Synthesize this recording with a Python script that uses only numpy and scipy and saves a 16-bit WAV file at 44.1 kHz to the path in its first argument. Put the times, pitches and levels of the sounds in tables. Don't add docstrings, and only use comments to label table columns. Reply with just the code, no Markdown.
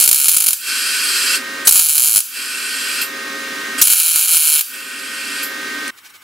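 import sys
import numpy as np
from scipy import signal
from scipy.fft import rfft, irfft, next_fast_len
from scipy.io import wavfile

SR = 44100
rng = np.random.default_rng(int(sys.argv[2]) if len(sys.argv) > 2 else 0)


def amp(db):
    return 10 ** (np.asarray(db, float) / 20)


def write(x):
    x = np.atleast_2d(x).T
    wavfile.write(sys.argv[1], SR, np.round(np.clip(x, -1, 1) * 32767).astype(np.int16))


N = 274743
TIME = np.arange(N) / SR
SIZE = 8192
SCENE_CHANGE_S = 5.908

# pitch_hz, side_minus_mid_db
SIDE_COLOUR = [(60, -2), (150, -17), (380, -13), (950, -10.5), (2380, -7), (5980, -14.5), (15000, -8.5)]

# pitch_hz, density_db
HUSH_COLOUR = [(18, -57), (30, -28), (97, -13), (144, -18), (316, -10), (576, -22), (1200, -3.5),
               (3070, -11), (4790, -19), (11100, -18.5), (15500, -15.5)]
HUSH_DB = -46
# centre_s, half_length_s, level_db
SHAKES = [
    (5.985, 0.015, -40),
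    (6.061, 0.02, -38.5),
    (6.104, 0.011, -43),
    (6.156, 0.019, -41),
    (6.225, 0.011, -46),
]
# pitch_hz, density_db
SHAKE_COLOUR = [(180, -52), (300, -20), (631, -15), (1640, -4), (2610, -3), (3340, -6), (3570, -5.5),
                (14800, -13), (15500, -20)]

# pitch_hz, density_db
FAN_RUMBLE = [(35, -62), (60, -29), (147, -26.5), (291, 1), (347, -15), (390, -2), (465, -9.5), (505, -19),
              (542, -11), (589, -27), (754, -45.5), (1000, -16.5), (1300, -39), (2200, -120)]
FAN_AIR = [(350, -67), (600, -16.5), (821, -18.5), (1220, -10), (1410, -9.5), (1560, -6), (1740, -7.5),
           (1880, -15), (1960, -8.5), (2800, -10.5), (5830, -15), (15500, -26.5)]
# multiple_of_blade_hz, level_db
BLADE_ORDERS = [(4, -5), (5, -0.5), (5.25, -11), (6, 2), (7, -8), (9, -14)]
BLADE_HZ, MOTOR_HZ = 309.6, 541.8
RUMBLE_DB, WHINE_DB, HUM_DB = -37.5, -34, -45
HUM_FADES_S, HUM_FADE_DB = 5.2, -4
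FIFTH_SWELL_DB, FIFTH_SWELL_S = 5, 0.79

# start_s, end_s, spatter_db, patter_unevenness_ms, gain_hold_s
WELDS = [
    (-.03, 0.524, -37.5, .9, 0.046),
    (1.683, 2.204, -41.5, 0.48, 0.05),
    (3.82, 4.61, -33.5, .4, 0.013),
]

PRESS_DB, PRESS_S, HELD_DB, QUICK_S = -23.5, 0.008, -29.5, 0.11
CREEP_DB, CREEP_S, LAST_DB_PER_S = -10, 0.79, 3.0
SNAP_DB, SNAP_S = -0.5, 0.11

# pitch_hz, density_db
GAS_COLOUR = [(410, -59), (700, -28.5), (1010, -15), (1500, 2.5), (2050, -6), (2400, 2.5), (3230, -2.5),
              (3730, -7), (4840, -0.5), (6350, -8.5), (8120, -3.5), (15500, -17.5)]
# pitch_hz, width_hz, level_db
GAS_RINGS = [(1500, 210, -1.5), (2415, 120, -4), (2680, 63, 0), (3208, 93, -0.5), (4100, 98, -2.5),
             (4420, 90, -1.5), (4730, 130, -3), (5020, 41, 0), (5230, 60, -4), (7310, 45, -2.5),
             (8150, 120, -3), (8540, 57, -5), (9760, 210, -8), (11260, 250, -7.5)]
# valve_shut_s, full_gain_db, sag_db_per_s, middle_db, top_db
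FLOWS = [
    (1.358, -12.5, 6.5, 3.5, 0),
    (3.028, -17, 6, 1.5, -1.5),
    (5.43, -23, 2.5, -4.5, -4),
]
TURN_DB_PER_S = [-0.5, 0, 5.5]
HOT_DB, HOT_S = 15, 0.046
# start_s, stop_s, level_db, top_db
PUFFS = [
    (1.648, 1.684, -32.5, 12.5),
    (3.777, 3.798, -24, 4.5),
]
PUFF_RISE_S, SHUT_DB_PER_S = .008, 357

# start_s, rise_s, t60_s, squeak_db, knock_db
VALVE = [
    (3.010, .008, 0.21, -18.5, -22),
    (5.429, .003, 0.21, -20, -45),
]
# pitch_hz, width_hz, level_db
SQUEAK = [(12200, 1500, 2.5), (13600, 870, 1), (10000, 12000, -7), (15000, 1500, -10)]
KNOCK = [(2684, 110, 10), (4300, 600, -8)]

# pitch_hz, width_hz, level_db
TICK = [(2680, 660, 4), (8600, 2500, -5)]
TICK_S, TICK_T60_S, TICK_DB = 5.879, 0.024, -17

# start_s, rise_s, hold_s, level_db, centre_hz
STRIKES = [
    (1.67, 0.004, 0.0069, 3.5, 10000),
    (1.688, 0.0018, 0.0048, -1.5, 9600),
    (1.695, .002, .006, -13, 8040),
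    (3.813, 0.0032, 0.0066, 1, 13400),
    (3.818, 0.0024, 0.0057, -3.5, 10000),
    (3.817, 0.0035, 0.0035, -6, 7540),
    (3.828, 0.0024, .004, -11, 9000),
]
# pitch_hz, density_db
SPARK_COLOUR = [(150, -60), (500, -50.5), (1500, -17), (2400, -7.5), (6000, -5), (10300, 6.5), (12000, 2),
                (15600, -5)]
# pitch_hz, density_db
ARC_COLOUR = [(240, -84), (400, -40.5), (1430, -14.5), (1970, -25), (2360, -12), (4930, -9.5), (7340, -6),
              (8550, -11), (10300, 0), (11600, -7), (12900, -2.5), (15500, -7)]
# pitch_hz, width_hz, level_db
ARC_RINGS = [(4240, 270, -11), (1470, 460, -22), (6700, 480, -11), (7420, 100, -2.5), (7630, 120, -6.5),
             (8020, 110, -7), (8960, 100, -6), (9780, 90, -6), (10330, 400, -2), (11400, 100, -9),
             (12900, 300, -5.5), (13700, 110, -12), (14150, 230, -6), (15400, 220, -14)]
# delay_ms, level_db, left_minus_right_db
ECHOES = [(0, 3.5, -.6), (.31, -4, 1), (.40, -6, 0), (.71, -8, -5), (1.25, -7, -2), (1.66, -6, 2),
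          (2.30, -9, -5), (3.42, -6, 2)]
BODY_DB = [0.5, -0.5, 3]
BODY_HZ = (860, 5000)
SURGE_DB, SURGE_S = 9, 0.046
# start_s, peak_db, patter_gap_ms, patter_db
POPS_FIRST = [(.0004, 3, 9, 0), (.0093, 3.5, 5.65, 0), (0.0604, -0.5, 15, 4.5), (.09, 5, 23, 0),
              (0.1128, 7, 16, 6), (.1449, 1.5, 6.9, -3.5), (0.2, -0.5, 7.2, -3.5), (0.2437, 0.5, 6.3, -1.5),
              (0.2929, 3.5, 7.3, -4.5), (0.3154, 0, 6, -4), (0.345, 0.5, 6.3, -3.5), (0.3699, 2.5, 19, -7),
              (.408, -0.5, 19.4, -4), (0.4853, 4, 22, -17), (0.5073, -0.5, 23, -10), (0.5315, 1, 20, 0)]
POPS_SECOND = [(1.7101, 2.5, 6.1, 0), (1.7404, -1, 5.15, 0.5), (1.797, 3, 6.3, -2.5), (1.8724, -8, 7, -2),
               (1.9152, -3, 6.5, -3.5), (1.9798, 3.5, 8.35, -1), (2.0457, 0.5, 6.5, -2.5),
               (2.0851, -1, 9, -2), (2.1488, -0.5, 10.1, 3), (2.1888, -0.5, 16, 0), (2.2045, -1.5, 20, 0)]
POPS_THIRD = [(3.8401, -1.5, 14, 0), (3.8532, -1, 18, 0), (3.8717, 2.5, 9, 0), (3.881, 0, 15, 0),
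              (3.8951, -3, 4.7, -0.5), (3.9336, 2.5, 5.55, -4), (3.9997, 1, 6.2, -5), (4.0496, -3, 6.1, -4),
              (4.159, 2, 6.5, -2), (4.2109, -1, 5.2, -4), (4.2585, -3, 17, 7), (4.2753, -3.5, 5.4, -4),
              (4.2917, 0, 6, -2), (4.369, 3, 6.4, -3.5), (4.4728, -0.5, 6.6, -2), (4.5988, -6, 10, -7),
              (4.6097, 0, 20, 0)]
SPREAD_DB, LATE_DB_PER_MS = 1.3, 1.5
DOUBLED_FROM_S, DOUBLED_TO_S = .38, .49
LEAD_MS, LEAD_DB = 4.6, -.5


def rms_one(x):
    return x / np.sqrt(np.mean(x ** 2) + 1e-20)


def at_hz(points, hz):
    point_hz, point_db = np.transpose(points)
    return np.interp(np.log(hz + 1), np.log(point_hz), point_db)


def power_of(colour, hz, trim_db=0.):
    return amp(at_hz(colour, hz) + trim_db) ** 2


def rings(peaks, hz):
    return sum(amp(db) ** 2 / (1 + (2 * (hz - centre) / width) ** 2) ** 2 for centre, width, db in peaks)


def drift(rate):
    r = np.exp(-80 * np.pi * rate / SR)
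    slow = signal.lfilter([1], [1, -2 * r, r * r], rng.standard_normal(N // 40 + 2002))[2000:]
    return np.interp(np.arange(N) / 40, np.arange(len(slow)), rms_one(slow))


def stereo_noise(power_at, side_db=0., ripple_db=5.5, ripple_hz=35.2):
    size = next_fast_len(N)
    hz = np.fft.rfftfreq(size, 1 / SR)
    depth_db = ripple_db * np.minimum(hz / 1500, 1)
    ripple = [amp(depth_db * np.interp(hz / ripple_hz, np.arange(1000), draw))
              for draw in rng.standard_normal((2, 1000))]
    mid, side = rfft(rng.standard_normal((2, size))) * np.sqrt(power_at(hz)) * ripple
    side = side * amp(at_hz(SIDE_COLOUR, hz) + side_db)
    return rms_one(irfft([mid + side, mid - side], size)[:, :N])


def tone(hz, turns, wobble_db):
    lag = rng.normal(0, 0.27) * np.array([[1], [-1]])
    return np.sqrt(2) * amp(wobble_db * drift(4.8)) * np.sin(2 * np.pi * hz * turns + lag)


def minimum_phase(power):
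    cepstrum = irfft(np.log(power + 1e-12) / 2)
    cepstrum[1:SIZE // 2] *= 2
    cepstrum[SIZE // 2 + 1:] = 0
    return np.exp(rfft(cepstrum))


def corner():
    swish = sum(amp(db) * np.exp(-((TIME - s) / half) ** 2) for s, half, db in SHAKES)
    hush = stereo_noise(lambda hz: power_of(HUSH_COLOUR, hz), side_db=1.0)
    return amp(HUSH_DB) * hush + swish * stereo_noise(lambda hz: power_of(SHAKE_COLOUR, hz), side_db=2.5)


def fan(air_db=5.5, drift_share=0.00053):
    rumble = stereo_noise(lambda hz: power_of(FAN_RUMBLE, hz), side_db=1.5)
    air = stereo_noise(lambda hz: power_of(FAN_AIR, hz), side_db=3.0, ripple_db=2.5)
    turns = np.cumsum(1 + drift_share * drift(2.3)) / SR
    swell_db = FIFTH_SWELL_DB * np.clip((TIME - HUM_FADES_S) / FIFTH_SWELL_S, 0, 1)
    blades = 0
    for order, db in BLADE_ORDERS:
        level = amp(db + (order == 5) * swell_db)
        blades = blades + level * tone(order * BLADE_HZ, turns, wobble_db=-0.5)
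    hum = tone(MOTOR_HZ, turns, wobble_db=1.5) + amp(-4.5) * tone(2 * MOTOR_HZ, turns, wobble_db=3.5)
    hum_db = HUM_DB + HUM_FADE_DB * np.clip((TIME - HUM_FADES_S) / 0.071, 0, 1)
    return amp(RUMBLE_DB) * rumble + amp(WHINE_DB) * (blades + amp(air_db) * air) + amp(hum_db) * hum


def gain_db():
    out = np.zeros(N)
    for start, end, _, _, hold in WELDS:
        s = np.cumsum([start, PRESS_S, end - start - PRESS_S, PRESS_S, hold, QUICK_S, CREEP_S, 1])
        before = out[max(int(start * SR), 0)]
        db = [before, PRESS_DB, PRESS_DB, HELD_DB, HELD_DB, CREEP_DB, 0, LAST_DB_PER_S]
        out = np.where(TIME > start, np.interp(TIME, s, db), out)
    return out + sum(SNAP_DB * (TIME > s) * np.exp(-np.abs(TIME - s) / SNAP_S) for s, *_ in VALVE)


def gas(gain, low_hz=3560.0, high_hz=6700.0, rings_db=1.5, flutter_db=-0.18):
    def power(hz):
        return power_of(GAS_COLOUR, hz, -5) + amp(rings_db) ** 2 * rings(GAS_RINGS, hz)

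    def under(hz, edge_hz):
        return 1 / (1 + (hz / edge_hz) ** 12)

    low = stereo_noise(lambda hz: power(hz) * under(hz, low_hz), ripple_db=1.5)
    middle = stereo_noise(lambda hz: power(hz) * (under(hz, high_hz) - under(hz, low_hz)), ripple_db=1.5)
    top = stereo_noise(lambda hz: power(hz) * (1 - under(hz, high_hz)), ripple_db=2.0)
    out = 0
    for (_, start, *_), (stop, db, sag, middle_db, top_db), turn in zip(WELDS, FLOWS, TURN_DB_PER_S):
        since = np.maximum(TIME - start, 0)
        level = (since > 0) * gain * amp(db - sag * since - SHUT_DB_PER_S * np.maximum(TIME - stop, 0))
        aimed = amp(middle_db - 3.5 + turn * np.minimum(since, 1)) * middle
        heated = amp(top_db + HOT_DB * np.exp(-(since / HOT_S) ** 2 / 2)) * top
        out = out + level * (low + aimed + heated)
    for start, stop, db, top_db in PUFFS:
        rise = np.clip((TIME - start) / PUFF_RISE_S, 0, 1)
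        level = rise * amp(db - SHUT_DB_PER_S * np.maximum(TIME - stop, 0))
        out = out + level * (low + amp(-3.0) * middle + amp(top_db) * top)
    return out * amp(flutter_db * drift(25))


def valve():
    squeak = stereo_noise(lambda hz: rings(SQUEAK, hz))
    knock = stereo_noise(lambda hz: rings(KNOCK, hz))
    out = 0
    for s, rise, t60, squeak_db, knock_db in VALVE:
        shape = np.clip((TIME - s) / rise, 0, 1) * amp(-60 * np.maximum(TIME - s - rise, 0) / t60)
        out = out + shape * (amp(squeak_db) * squeak + amp(knock_db) * knock)
    return out


def tick():
    shape = (TIME > TICK_S) * amp(TICK_DB - 60 * np.abs(TIME - TICK_S) / TICK_T60_S)
    return shape * stereo_noise(lambda hz: rings(TICK, hz))


def strikes():
    out = 0
    for start, rise, hold, db, centre_hz in STRIKES:
        fall = amp(-60 * np.maximum(TIME - start - rise - hold, 0) / 0.023)
        shape = np.clip((TIME - start) / rise, 0, 1) * fall
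        burst = stereo_noise(lambda hz: power_of(ARC_COLOUR, hz, 5.5) + rings([(centre_hz, 4000, 0)], hz))
        out = out + amp(db) * shape * burst
    return out


def short_circuits():
    pops = []
    for rows, (*_, uneven_ms, _) in zip((POPS_FIRST, POPS_SECOND, POPS_THIRD), WELDS):
        for (s, db, gap_ms, patter_db), (following, *_) in zip(rows, rows[1:] + rows[-1:]):
            late_ms, luck_db = rng.standard_normal((2, 30)) * [[uneven_ms], [SPREAD_DB]]
            steps = np.linspace(s, following, round(1000 * (following - s) / gap_ms) + 1)[1:-1]
            pops.append((s, db))
            for k, t in enumerate(steps):
                wait_db = LATE_DB_PER_MS * (late_ms[k + 1] - late_ms[k])
                pops.append((t + late_ms[k + 1] / 1000, patter_db + luck_db[k] + wait_db))
    pops += [(s - LEAD_MS / 1000, LEAD_DB) for s, _ in pops if DOUBLED_FROM_S < s < DOUBLED_TO_S]
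    return np.transpose(pops)


def spark_paths(bench_db=-13.0, bench_t60=0.063):
    hz = np.fft.rfftfreq(SIZE, 1 / SR)
    pulse = minimum_phase(power_of(SPARK_COLOUR, hz))
    echoes = 0
    for ms, db, pan_db in ECHOES:
        sides = amp(db + pan_db * np.array([[.5], [-.5]]))
        echoes = echoes + sides * np.exp(-2j * np.pi * hz * ms / 1000)
    t = np.arange(SIZE) / SR
    fade = np.minimum(t / 0.00022, 1) * amp(bench_db - 60 * t / bench_t60)
    shared, left, right = rng.standard_normal((3, SIZE)) * fade
    colour = minimum_phase(power_of(ARC_COLOUR, hz) + rings(ARC_RINGS, hz))
    faint = rfft(shared + 0.5 * np.array([left, right])) * colour
    return irfft(pulse * echoes + faint)[:, :SIZE // 2] / irfft(pulse).max()


def scatter(sparks, rings_db=20.5, near_db=-11.5, near_t60=0.029, room_db=-32.0, room_t60=0.84):
    t = np.arange(SIZE * 3) / SR

    def envelope(db, t60):
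        decay = np.minimum(t / 0.0004, 1) * amp(db - 60 * t / t60) ** 2
        return np.sqrt(np.abs(signal.fftconvolve(sparks ** 2, decay)[:N]))

    def ringing_power(hz):
        return power_of(ARC_COLOUR, hz, -3.5) + amp(rings_db) ** 2 * rings(ARC_RINGS, hz)

    ringing = stereo_noise(ringing_power, side_db=1.5, ripple_db=-4.0)
    tail = stereo_noise(lambda hz: power_of(ARC_COLOUR, hz), side_db=0.5, ripple_db=4.5)
    return envelope(near_db, near_t60) * ringing + envelope(room_db, room_t60) * tail


def arc():
    s, level_db = short_circuits()
    sparks = np.zeros(N)
    sparks[(s * SR).astype(int)] = -amp(1.35 * np.minimum(level_db, 5))
    spatter = amp(2.5 * np.minimum(rng.exponential(1, N), 3)) * (rng.random(N) < 1500 / SR)
    level = 0
    for start, end, db, *_ in WELDS:
        surge_db = SURGE_DB * np.exp(-np.abs(TIME - start) / SURGE_S)
        level = level + ((TIME > start) & (TIME < end)) * amp(db + surge_db)
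    sparks -= rms_one(spatter) * level
    out = signal.fftconvolve(spark_paths(), [sparks], axes=1)[:, :N] + scatter(sparks)
    body = signal.sosfilt(signal.butter(2, BODY_HZ, "band", fs=SR, output="sos"), out)
    body_gain = amp(np.interp(TIME, [end for _, end, *_ in WELDS], BODY_DB))
    return out + (body_gain - 1) * body + strikes()


def scene():
    welding = np.clip((SCENE_CHANGE_S - TIME) / 0.006, 0, 1)
    gain = amp(gain_db())
    bench = gain * fan() + gas(gain) + valve() + tick() + arc()
    balance = amp(np.array([[-.35], [.35]]))
    return welding * bench * balance + (1 - welding) * corner()


def top_cut(x):
    return signal.sosfilt(signal.butter(12, 15740, fs=SR, output="sos"), x)


def record(dry):
    steep = signal.ellip(10, .2, 45, 15760, fs=SR, output="sos")
    cut = signal.sosfiltfilt(steep, dry)
    return top_cut(np.clip(cut, -1, 1))


dry = scene()
out = record(dry)
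write(out)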